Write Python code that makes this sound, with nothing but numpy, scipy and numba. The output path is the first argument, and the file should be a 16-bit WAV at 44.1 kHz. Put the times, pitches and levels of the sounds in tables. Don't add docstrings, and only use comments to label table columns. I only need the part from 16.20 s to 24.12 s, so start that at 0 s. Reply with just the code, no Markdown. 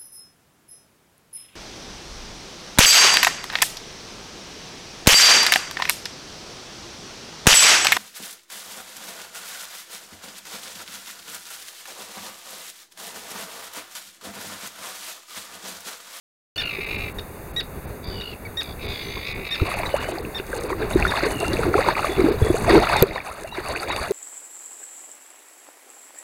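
import sys
import numpy as np
from scipy import signal
from scipy.fft import rfft, irfft
from scipy.io import wavfile
from scipy.ndimage import uniform_filter1d
from numba import njit

SR = 44100
rng = np.random.default_rng(int(sys.argv[2]) if len(sys.argv) > 2 else 0)


def amplitude_ratio(level_db):
    exponent = np.asarray(level_db, float) / 20
    return 10 ** exponent


def materialize(psi):
    bounded = np.clip(np.atleast_2d(psi).T, -1, 1)
    quanta = np.round(bounded * 32767).astype(np.int16)
    wavfile.write(sys.argv[1], SR, quanta)


N = 349272
T = np.arange(N) / SR

# time in seconds, level in dB.
WIND = [(.36, -36.5), (1.31, -38.5), (1.8, -39.5), (2.1, -39), (3.3, -37.5), (4.6, -38.5), (4.8, -29.5),
        (5.55, -32), (5.7, -37.5), (6.199, -27.5), (6.451, -22.5), (6.76, -34.5), (7.01, -44), (7.92, -40)]
# frequency in Hz, density in dB per Hz.
AIR_COLOUR = [(20, -4), (190, -5), (500, -3.5), (2400, -15.5), (4500, -21.5), (6500, -12.5), (14500, -10.5),
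              (16500, -14)]
# start in seconds, length in seconds, pitch in Hz, level in dB, final fall as a share.
KIPS = [(0.375, 0.056, 1820, -21.5, 0.33), (0.985, 0.014, 1875, -27, 0.28), (1.361, 0.059, 1927, -20, 0.24),
        (2.009, 0.015, 1900, -29.5, 0.63), (2.369, 0.06, 1896, -22, 0.29),
        (3.308, 0.064, 1854, -22.5, 0.31), (3.658, 0.016, 1994, -25, 0.088), (4.145, 0.054, 1838, -26, 0.3),
        (4.732, 0.0065, 1920, -27.5, .1), (4.875, 0.041, 1868, -26.5, 0.18),
        (5.331, 0.013, 1980, -27.5, 0.077), (6.93, 0.067, 1910, -39.5, .1),
        (6.761, 0.057, 1860, -26.5, 0.1), (7.314, 0.054, 1960, -37.5, 0.2),
        (7.699, 0.042, 1930, -28.5, .15)]
# start in seconds, length in seconds, pitch in Hz, level in dB, final fall as a share.
PEEPS = [
    (2.25, 0.028, 2300, -29, 0.049),
]
KIP_HARMONICS = [-13.5, 0.5, -5, -18, -25, -24]
PEEP_HARMONICS = [-5, -17]
# throb rate in Hz and a throb start in seconds, then rows of
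# time in seconds, pitch in Hz, level in dB, roughness from 0 to 1, brightness in dB.
CRIES = [
    ((52, .509), [(.35, 1480, -25.5, 0.24, -5.5), (.44, 1425, -24, 0.27, -13), (.49, 1395, -25, 0.2, -14), (.51, 1200, -30, 0.6, -7), (.63, 1185, -31, 0.65, -9), (.75, 1200, -31, 0.6, -8), (.9, 1215, -32, 0.6, -9)]),
    ((88, 1.84), [(1.825, 1185, -54, .3, 12), (1.95, 1160, -54, .35, 12), (2.04, 1100, -58, .4, 12), (2.14, 1000, -54, .3, 12)]),
    ((70, 1.84), [(1.83, 2360, -37, .09, -14), (1.95, 2320, -37, .1, -14), (2.03, 2330, -43, .14, -14), (2.12, 2300, -48, .2, -14)]),
    ((52.8, 5.203), [(5.08, 1520, -38, .06, -17), (5.17, 1420, -31, .06, -17), (5.22, 1375, -27, .06, -17), (5.28, 1390, -30, .06, -17), (5.33, 1400, -38, .1, -17)]),
    ((52, .395), [(.36, 1230, -40, .6, -8), (.45, 1190, -38, .6, -8), (.52, 1150, -42, .6, -8)]),
    ((52.6, 1.996), [(1.89, 1545, -40, .06, -17), (2.0, 1450, -30, .06, -17), (2.08, 1425, -29, .06, -17), (2.11, 1430, -37, .15, -12), (2.15, 1270, -37, .15, -12)]),
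]
# throb rate in Hz and a throb start in seconds, then rows of
# time in seconds, pitch in Hz, level in dB, roughness from 0 to 1, brightness in dB.
CHORUS = [
    ((59, 2.2), [(2.43, 1168, -42.5, 0.31, 2), (2.53, 1140, -51.5, 0.26, 10)]),
    ((43, 3), [(2.67, 1714, -38, 0.02, -5), (2.78, 1675, -30, 0.13, -13), (2.83, 1640, -38, 0.1, -14)]),
    ((48, 3), [(2.82, 3020, -42, 0.09, -20), (2.87, 3040, -37, 0.07, -20), (3.02, 3300, -48, .03, -20)]),
    ((65, 2.6), [(2.6, 1168, -47, 0.465, 2), (2.75, 1120, -45, 0.44, 8), (2.95, 1147, -51, 0.48, 4.9), (3.12, 1182, -44, 0.63, 7)]),
    ((54.6, 3.062), [(2.58, 1217, -42, 0.58, -9), (2.66, 1113, -40.5, 0.61, 3.5), (2.83, 1043, -41, 0.57, 4.5), (3.05, 1102, -37, 0.54, 0.5), (3.14, 1113, -35.5, 0.64, -7), (3.23, 1148, -38.5, 0.72, -9), (3.28, 1180, -33, 0.61, 0), (3.65, 1171, -39.5, 0.78, -13)]),
]
CRY_HARMONICS = [-19, 0, 0, -4, -12]
# start in seconds, length in seconds, first pitch in Hz, top level in dB, throb rate in Hz.
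TRILLS = [
    (7.25, .11, 1400, -41, 52),
    (4.95, 0.14, 2100, -35, 49.6),
    (3.67, 0.26, 1545, -33, 52.3),
    (6.2, 0.12, 1715, -34, 43),
    (5.88, 0.087, 1734, -33, 63),
    (7.42, 0.21, 2340, -38.5, 24),
    (7.72, 0.13, 2330, -34.5, 46.4),
]
# start in seconds, push in dB, push length in seconds, ring in dB.
SLAPS = [
    (0.582, -41, 0.0072, -21.5),
    (3.417, -13, 0.011, -12.5),
    (4.752, -15.5, 0.006, -27),
    (6.222, -8, 0.011, -24),
    (6.303, -17, 0.0096, -16),
    (6.821, -8, 0.0066, 3),
    (7.904, -57, 0.006, -11),
]
# start in seconds, level in dB, length in seconds.
CRACKS = [
    (6.8243, 7, 0.0021),
]
# time in seconds, peak in dB.
TICKS = [(2.432, -22), (3.894, -25), (4.302, -29), (4.352, -24), (3.589, -26), (3.766, -28), (4.2667, -28),
         (4.4088, -24), (4.436, -19.5), (4.703, -24), (4.7994, -20), (5.202, -14.5), (5.2656, -26),
         (5.281, -16), (5.533, -30), (5.687, -20), (5.807, -24), (6.006, -22.5), (6.248, -23),
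         (6.4735, -36), (6.4963, -19), (6.5454, -21), (6.601, -19), (6.7303, -21), (6.7664, -12.5),
         (6.8227, -28), (7.235, -23), (7.4857, -20.5), (7.631, -21), (7.7634, -18), (7.9097, -18.5)]
# start in seconds, length in seconds, splash in dB, spray in dB.
STRIDES = [(5.72, 0.029, -40, -56), (5.923, 0.03, -36, -53), (6.118, 0.045, -38, -58),
           (4.6, 0.052, -39, -62), (3.455, 0.14, -32.5, -46), (3.581, 0.15, -34, -50.5),
           (3.749, 0.18, -33, -45.5), (3.949, 0.075, -38.5, -51), (4.06, 0.24, -42, -53.5),
           (4.317, 0.19, -36, -43), (4.496, 0.15, -38, -59), (4.706, 0.036, -32, -41),
           (4.773, 0.096, -29, -45.5), (4.917, 0.14, -25, -41), (5.108, 0.075, -35, -39.5),
           (5.208, 0.1, -31.5, -39.5), (5.324, .17, -33, -43.5), (5.533, 0.059, -28.5, -42.5),
           (5.611, 0.095, -23, -42), (5.773, 0.15, -27.5, -40.5), (5.974, 0.15, -30.5, -47),
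           (6.189, 0.23, -32.5, -40), (6.444, 0.063, -32.5, -44), (6.499, 0.098, -22, -42.5),
           (6.627, 0.19, -23, -41.5), (6.873, 0.15, -33, -53), (7.06, 0.22, -37.5, -47),
           (7.349, 0.061, -33.5, -47.5), (7.443, 0.21, -32.5, -42.5), (7.686, 0.04, -27, -45),
           (7.764, 0.12, -33, -42.5)]
# start in seconds, length in seconds, level in dB.
SLOSHES = [(3.417, 0.013, -25), (3.594, 0.36, -36.5), (3.85, 0.29, -33), (4.301, 0.26, -26.5),
           (4.596, 0.076, -23.5), (4.79, 0.11, -32), (5.04, 0.038, -23), (5.106, 0.19, -27.5),
           (5.32, 0.095, -26), (5.453, 0.14, -20), (5.663, 0.034, -22), (5.81, 0.1, -25.5),
           (5.986, 0.13, -15.5), (6.184, 0.2, -32), (6.473, 0.099, -12), (6.653, 0.28, -36),
           (7.214, 0.02, -38.5), (7.39, 0.027, -43), (7.507, 0.31, -33.5), (7.898, .02, -22.5), ]
# start in seconds, peak in dB, pitch in Hz.
GULPS = [(4.335, -16, 507), (4.39, -21, 453), (4.63, -16, 400), (5.064, -10.5, 430), (6.012, -9, 338),
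         (6.06, -4.5, 320), (6.084, -5.5, 430), (6.11, -13, 381), (6.575, -4, 417), (7.905, -14, 394),
         (3.423, -10, 301), (3.741, -4, 567), (3.888, -11.5, 625), (4.198, -17, 380), (4.442, -16.5, 405),
         (4.606, -15.5, 368), (4.757, -1, 352), (5.032, -12, 342), (5.155, -18, 270), (5.228, -13.5, 402),
         (5.334, -13, 352), (5.392, -10, 450), (5.465, -12.5, 379), (5.553, -3, 390), (5.589, -4.5, 490),
         (5.844, -13, 530), (5.993, -7, 358), (6.041, -2, 300), (6.142, -13, 420), (6.216, -9, 421),
         (6.267, -14, 393), (6.301, -4, 350), (6.343, -7, 445), (6.479, -14, 380), (6.499, -2, 353),
         (6.508, -5, 372), (6.53, -5, 400), (6.559, -6.5, 464), (6.763, -12.5, 513), (6.826, 2, 435),
         (6.958, -20, 517), (7.382, -16, 350)]
# start in seconds, peak in dB, pitch in Hz.
BUBBLES = [(2.97, -23.5, 1030), (3.399, -20, 1210), (3.599, -24, 624), (3.978, -19, 673),
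           (4.709, -19.5, 582), (4.805, -15, 840), (4.938, -12.5, 1020), (5.099, -25, 743),
           (5.228, -13, 640), (5.276, -18, 750), (5.646, -16, 1020), (5.766, -14, 1130), (6.303, -17, 603),
           (6.48, -9, 665), (6.585, -13, 558), (7.245, -22, 567), (7.324, -24, 850), (7.376, -22, 910),
           (7.53, -21, 974), (3.633, -16, 860), (4.53, -15, 1020), (7.762, -22.5, 830), (4.502, -14.5, 990),
           (5.581, -8.5, 1080), (5.686, -4.5, 930), (5.791, -13.5, 1200), (5.845, -6.5, 1150),
           (6.445, -13.5, 1030), (6.552, -6.5, 930), (6.697, -9, 894), (6.759, -8, 825), (6.96, -17.5, 895),
           (7.701, -15, 900)]
# start in seconds, peak in dB, pitch in Hz.
DROPS = [(3.588, -13, 2540), (3.633, -13, 2250), (3.654, -17, 1930), (3.764, -19, 2400), (3.832, -19, 2800),
         (3.9845, -14.5, 4270), (4.05, -19, 2470), (4.199, -16, 2600), (4.422, -26, 1890),
         (4.527, -18, 1700), (4.6245, -16, 1580), (4.71, -14, 2640), (4.967, -9, 2660), (5.333, -9, 4400),
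         (5.58, -17, 2170), (5.626, -14, 1850), (5.833, -19, 2090), (5.9635, -18, 2600), (6.004, -14, 2040),
         (6.067, -25, 1600), (6.219, -27, 1780), (6.446, -17, 1480), (6.495, -3.5, 4400),
         (6.548, -14, 2530), (6.91, -20, 2040), (6.959, -17, 2160), (6.979, -15, 1730), (7.003, -17, 2320),
         (7.474, -21, 2570), (7.675, -19, 2150), (7.762, -12, 2550), (7.763, -12, 3600), (7.6, -11.5, 4600),
         (7.63, -17, 1320), (3.516, -14.5, 1176), (3.54, -11, 2400), (4.198, -22, 1420),
         (4.33, -15.5, 1520), (4.825, -3, 2280), (4.851, -4.5, 1400), (4.868, -10.5, 1650),
         (4.921, -10, 1610), (5.006, -14.5, 1410), (5.249, -17, 1260), (5.369, -12.5, 2370),
         (5.432, -11, 1245), (5.541, -5, 1330), (5.753, -11, 2240), (5.828, -13, 1310), (6.578, -8.5, 1310),
         (6.67, -9, 1330), (6.736, -9, 1440), (7.113, -19.5, 1190), (7.561, -11.5, 2380),
         (7.575, -15, 2650)]
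# start in seconds, peak in dB, first pitch in Hz, last pitch in Hz, length in seconds.
RISERS = [
    (3.748, -21, 619, 1706, 0.053),
    (5.544, -14, 650, 900, 0.036),
    (6.35, -19.5, 600, 900, 0.049),
    (6.59, -15, 520, 900, .04),
    (7.056, -29.5, 597, 1400, .075),
    (7.656, -25, 397, 700, 0.033),
]
# centre in Hz, width in Hz, gain in dB.
CASE = [(3150, 400, -20), (5450, 900, -5), (7800, 1100, -4), (5130, 170, -15), (5720, 300, -13),
        (4080, 100, -20), (7150, 220, -13), (8170, 35, -8)]
FADES = [.444, .655, .77, .935, 1.328, 1.421, 1.665, 1.861, 2.677, 3.138, 3.297, 3.486, 3.555, 3.79, 3.927,
         4.02, 4.392, 4.487, 5.045, 6.11, 7.551, 7.711]

CAVITY_HZ, CAVITY_T60_S = 392, .05
RISE_DB_S, SPLASH_FALL_DB_S, SPRAY_FALL_DB_S, SLOSH_FALL_DB_S = 902, 416, 312, 402
RUMBLE_DB = -16
AIR_DB = -35
RASP = 2.1
CRY_ATTACK_S, LEAN_DB = 0.018, 4.5
TRILL_EDGE_DB, TRILL_ROUGH, TRILL_BRIGHT_DB = -7, 0.077, -17
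SAG_PER_S2, SAG_AT, REGAIN = 1.2, 0.46, .9
CRACKLE_DB, CRACKLE_STEEP = -5.5, 1.212
SHELF_HZ, SHELF_DB = 5100, -10
TOP_HZ, START_S = 15800, 0.3595


def unit(x):
    return x / np.sqrt(np.mean(x ** 2))


def band(x, lo_hz, hi_hz, order=2):
    return signal.sosfilt(signal.butter(order, [lo_hz, hi_hz], "band", fs=SR, output="sos"), x)


def colour(x, db_of_hz, size=4096):
    hz = np.arange(size // 2 + 1) * SR / size + 1
    c = irfft(db_of_hz(hz) * np.log(10) / 20)
    c[1:size // 2] *= 2
    c[size // 2 + 1:] = 0
    return signal.fftconvolve(x, irfft(np.exp(rfft(c))))[:N]


def walk(rate):
    k = int(SR / rate)
    held = np.repeat(rng.standard_normal(N // k + 1), k)
    return 1.35 * uniform_filter1d(uniform_filter1d(held, k), k)[:N]


def swells(s, length, db, fall_db_s):
    gain = np.zeros(N)
    for start, hold, level in zip(s, length, db):
        rise = RISE_DB_S * (T - start)
        fall = fall_db_s * (start + hold - T)
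        gain += amplitude_ratio(level + np.minimum(0, np.minimum(rise, fall)))
    return gain


@njit
def ring(s, hz, t60, glide, size, rise):
    y = np.zeros(N)
    for k in range(len(s)):
        i, n, phase = int(s[k] * SR), t60[k] * SR + 2, 0.
        for j in range(min(int(n), N - i)):
            phase += 2 * np.pi * min(hz[k] * (1 + glide[k] * j / n), .45 * SR) / SR
            attack = 1 - np.exp(-j * hz[k] / (rise * SR))
            y[i + j] += size[k] * np.sin(phase) * 10 ** (-3 * j / n) * attack
    return y


def wind():
    s, db = np.transpose(WIND)
    gust = amplitude_ratio(np.interp(T, s, db))
    gust = gust + amplitude_ratio(RUMBLE_DB) * swells(*np.transpose(SLOSHES), SLOSH_FALL_DB_S)
    gust = gust * amplitude_ratio(3.6 * walk(25))
    noise = rng.standard_normal((2, N))
    rumble = unit(band(noise[0], 24.5, 102.0, order=1))
    cavity = amplitude_ratio(-8.5 + 2 * walk(29)) * unit(band(noise[1], 379, 428, order=1))
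    return gust * (rumble + cavity)


def air():
    hz, db = np.transpose(AIR_COLOUR)
    hiss = unit(colour(rng.standard_normal(N), lambda f: np.interp(np.log(f), np.log(hz), db)))
    after = T - CRACKS[0][0]
    duck_db = -8 * (after > 0) * np.exp(-np.maximum(after, 0) / 1.2)
    return hiss * amplitude_ratio(AIR_DB - 1.5 + duck_db + 1.0 * walk(4.48))


def stack(hz, harmonics_db, bright_db):
    phase = 2 * np.pi * np.cumsum(hz) / SR
    return sum(amplitude_ratio(db + bright_db * (k > 1)) * np.sin((k + 1) * phase) for k, db in enumerate(harmonics_db))


def cry(throb, rows, shake):
    out = np.zeros(N)
    throb_hz, throb_s = throb
    s, *columns = np.transpose(rows)
    a, b = int(s[0] * SR), int(s[-1] * SR)
    t = T[a:b]
    flutter, grain, drift = shake[:, a:b]
    hz, db, rough, bright_db = (np.interp(t, s, c) for c in columns)
    u = ((t - throb_s) * throb_hz + .16 * rough * shake[2, ::-1][a:b]) % 1
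    duty = np.minimum(.58 + .5 * rough, .9)
    gate = np.sin(np.pi * np.clip(u / duty, 0, 1)) ** .8
    sag = (.07 - .08 * rough) * (u - .35)
    pitch = hz * (1 - sag + .17 * rough * flutter + .03 * rough * drift)
    gate = gate * amplitude_ratio(rough * (3 * grain + 2.5 * drift))
    gate = gate * amplitude_ratio(LEAN_DB * rough * flutter)
    attack = np.minimum((t - s[0]) / CRY_ATTACK_S, 1)
    out[a:b] = amplitude_ratio(db + 7.0) * attack * gate * stack(pitch, CRY_HARMONICS, bright_db)
    return out


def kip(s, length, hz, db, fall, harmonics_db, shake):
    out, i = np.zeros(N), int(s * SR)
    u = np.arange(int(length * SR)) / (length * SR)
    end = np.clip((u - .62) / 0.288, 0, 1)
    wobble = 0.093 * end * shake[1, i:i + len(u)]
    pitch = hz * (1 - .5 * (u - .33) ** 2 - fall * end ** 1.18 + wobble)
    shape = np.clip(u * 12, 0, 1) * np.clip((1 - u) * 3, 0, 1)
    shape = shape * (1 + 0.029 * np.sin(85 * 2 * np.pi * length * u))
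    rasp = 1 + RASP * (np.exp(-u * length / 0.0046) + end) * rng.standard_normal(len(u))
    voice = uniform_filter1d(rasp, size=9) * stack(pitch, harmonics_db, 8 * end)
    out[i:i + len(u)] = amplitude_ratio(db + 2.0 - 3.3 * end) * shape * voice
    return out


def trill(s, length, hz, db, throb_hz, shake):
    sag = SAG_PER_S2 * length ** 2
    shares = [0, SAG_AT / 2, SAG_AT, 1]
    drops = [0, .6, 1, 1 - REGAIN]
    edges = [0.84, 0.0, 0, 0.41]
    rows = [(s + length * u, hz * (1 - sag * drop), db + TRILL_EDGE_DB * edge, TRILL_ROUGH, TRILL_BRIGHT_DB)
            for u, drop, edge in zip(shares, drops, edges)]
    return cry((throb_hz, s), rows, shake)


def terns():
    shake = np.array([unit(band(rng.standard_normal(N), 60, 420)) for _ in range(2)] + [walk(52)])
    membrane = np.sin(2 * np.pi * np.cumsum(252 + 12 * walk(9)) / SR)
    shake[0] = .2 * shake[0] + 1.3 * membrane
    calls = sum(kip(*k, KIP_HARMONICS, shake) for k in KIPS)
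    calls += sum(kip(*k, PEEP_HARMONICS, shake) for k in PEEPS)
    calls += sum(cry(*c, shake) for c in CRIES) + sum(cry(*c, shake) for c in CHORUS)
    calls += sum(trill(*c, shake) for c in TRILLS)
    t = T[:SR // 5]
    echo = rng.standard_normal(len(t)) * np.exp(-t / .02) * (t > .004)
    return calls + amplitude_ratio(-10.5) * signal.fftconvolve(calls, echo / np.linalg.norm(echo))[:N]


def slaps():
    out = np.zeros(N)
    for s, push_db, length, ring_db in SLAPS:
        u = np.clip((T - s) / length, 0, 3)
        out += amplitude_ratio(push_db) * 2.3 * np.sin(2 * np.pi * u) * np.exp(-1.3 * u) * (u < 3)
        out += ring(np.array([s + 0.475 * length]), np.array([1. * CAVITY_HZ]), np.array([CAVITY_T60_S]),
                    np.zeros(1), amplitude_ratio(np.array([ring_db + 2.0])), 0.5)
    s, db, length = CRACKS[0]
    gate = np.sin(np.pi * np.clip((T - s) / length, 0, 1))
    snap = band(rng.standard_normal(N), 11000, 15000)
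    body = band(rng.standard_normal(N), 2700, 5400)
    return out + amplitude_ratio(db) * gate * unit(snap + 0.8 * body)


def ticks():
    clicks = np.zeros(N)
    for s, db in TICKS:
        clicks[int(s * SR)] = amplitude_ratio(db)
    tick = rng.standard_normal(200) * np.exp(-T[:200] / 0.00097)
    return amplitude_ratio(12) * band(signal.fftconvolve(clicks, tick)[:N], 4100, 10900, order=3)


def swarm(count, lo_hz, hi_hz, cycles, glide, spread_db, rise):
    u = rng.random((count, 5)).T
    hz = lo_hz * (hi_hz / lo_hz) ** u[1]
    size = amplitude_ratio(spread_db * np.minimum(-np.log(1 - u[2]), 3))
    t60 = cycles * (0.15 + 1.9 * u[3]) / hz
    return unit(ring(u[0] * N / SR, hz, t60, glide * u[4] * 2, size, rise))


def sloshing():
    slosh = swells(*np.transpose(SLOSHES), SLOSH_FALL_DB_S)
    bubbles = swarm(count=1300, lo_hz=297.0, hi_hz=503.0, cycles=26.4, glide=0.373, spread_db=5.5, rise=0.79)
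    hum = unit(band(rng.standard_normal(N), 327, 452, order=1))
    return slosh * (amplitude_ratio(-5.5 + 1.05 * walk(25)) * bubbles + amplitude_ratio(-12.0 + 2 * walk(30)) * hum)


def splashing():
    s, length, splash_db, spray_db = np.transpose(STRIDES)
    splash = swells(s, length, splash_db, SPLASH_FALL_DB_S)
    spray = swells(s, length, spray_db, SPRAY_FALL_DB_S)
    crackle = amplitude_ratio(CRACKLE_DB) * splash ** CRACKLE_STEEP
    clump = amplitude_ratio(2.4 * walk(40))
    noise = rng.standard_normal((2, N))
    bubbles = swarm(count=9000, lo_hz=522.0, hi_hz=2470, cycles=21.8, glide=0.446, spread_db=4.5, rise=0.43)
    wash = unit(band(noise[0], 530, 2350, order=1))
    out = splash * (amplitude_ratio(-1.5) * bubbles + amplitude_ratio(-7.5) * wash)
    foam = swarm(count=16000, lo_hz=1774, hi_hz=5350, cycles=14.4, glide=0.65, spread_db=6.0, rise=19.0)
    fizz = unit(band(noise[1], 3860, 4750))
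    out += crackle * (amplitude_ratio(7.5) * foam + amplitude_ratio(-0.5) * fizz)
    spatter = swarm(count=9000, lo_hz=5600, hi_hz=11500, cycles=7, glide=.1, spread_db=2.8, rise=.8)
    out += spray * amplitude_ratio(9.5 + 2.54 * walk(70)) * band(spatter, 6000, 12000)
    return clump * out


def listed(table, cycles, glide, gain_db, rise):
    s, db, hz = np.array(table, float).T
    u = rng.random((len(s), 2)).T
    return ring(s, hz, cycles * (1.0 + 0.48 * u[0]) / hz, glide * 2 * u[1], amplitude_ratio(db + gain_db), rise)


def water():
    out = ticks() + sloshing() + splashing()
    out += listed(GULPS, cycles=11.6, glide=0.12, gain_db=3.34, rise=0.72)
    out += listed(BUBBLES, cycles=20.4, glide=0.515, gain_db=1.16, rise=0.55)
    return out + listed(DROPS, cycles=22, glide=0.35, gain_db=2.43, rise=1.1)


def risers():
    s, db, first_hz, last_hz, length = np.array(RISERS, float).T
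    return ring(s, first_hz, 4 * length, 4 * (last_hz / first_hz - 1), amplitude_ratio(db), 2.5)


def scene():
    return (wind() + air() + terns() + slaps() + water() + risers())[None]


def case_db(f):
    notches = sum(db / (1 + (2 * (f - hz) / width) ** 2) for hz, width, db in CASE)
    return notches + SHELF_DB / (1 + (SHELF_HZ / f) ** 12)


def roll_off(x):
    return signal.sosfilt(signal.butter(12, 16820, fs=SR, output="sos"), x)


def record(dry):
    x = colour(dry[0], case_db)
    x = np.clip(x, -.66, .66)
    fade_db = sum(-18 * np.exp(-((T - s) / .006) ** 2) for s in FADES)
    high = signal.sosfiltfilt(signal.butter(6, 5000, "high", fs=SR, output="sos"), x)
    x = x - high * (1 - amplitude_ratio(fade_db))
    x = signal.sosfilt(signal.ellip(8, .2, 60, TOP_HZ, fs=SR, output="sos"), x)
    x = x * (T > START_S)
    return roll_off(x[None])


dry = scene()
out = record(dry)
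materialize(out)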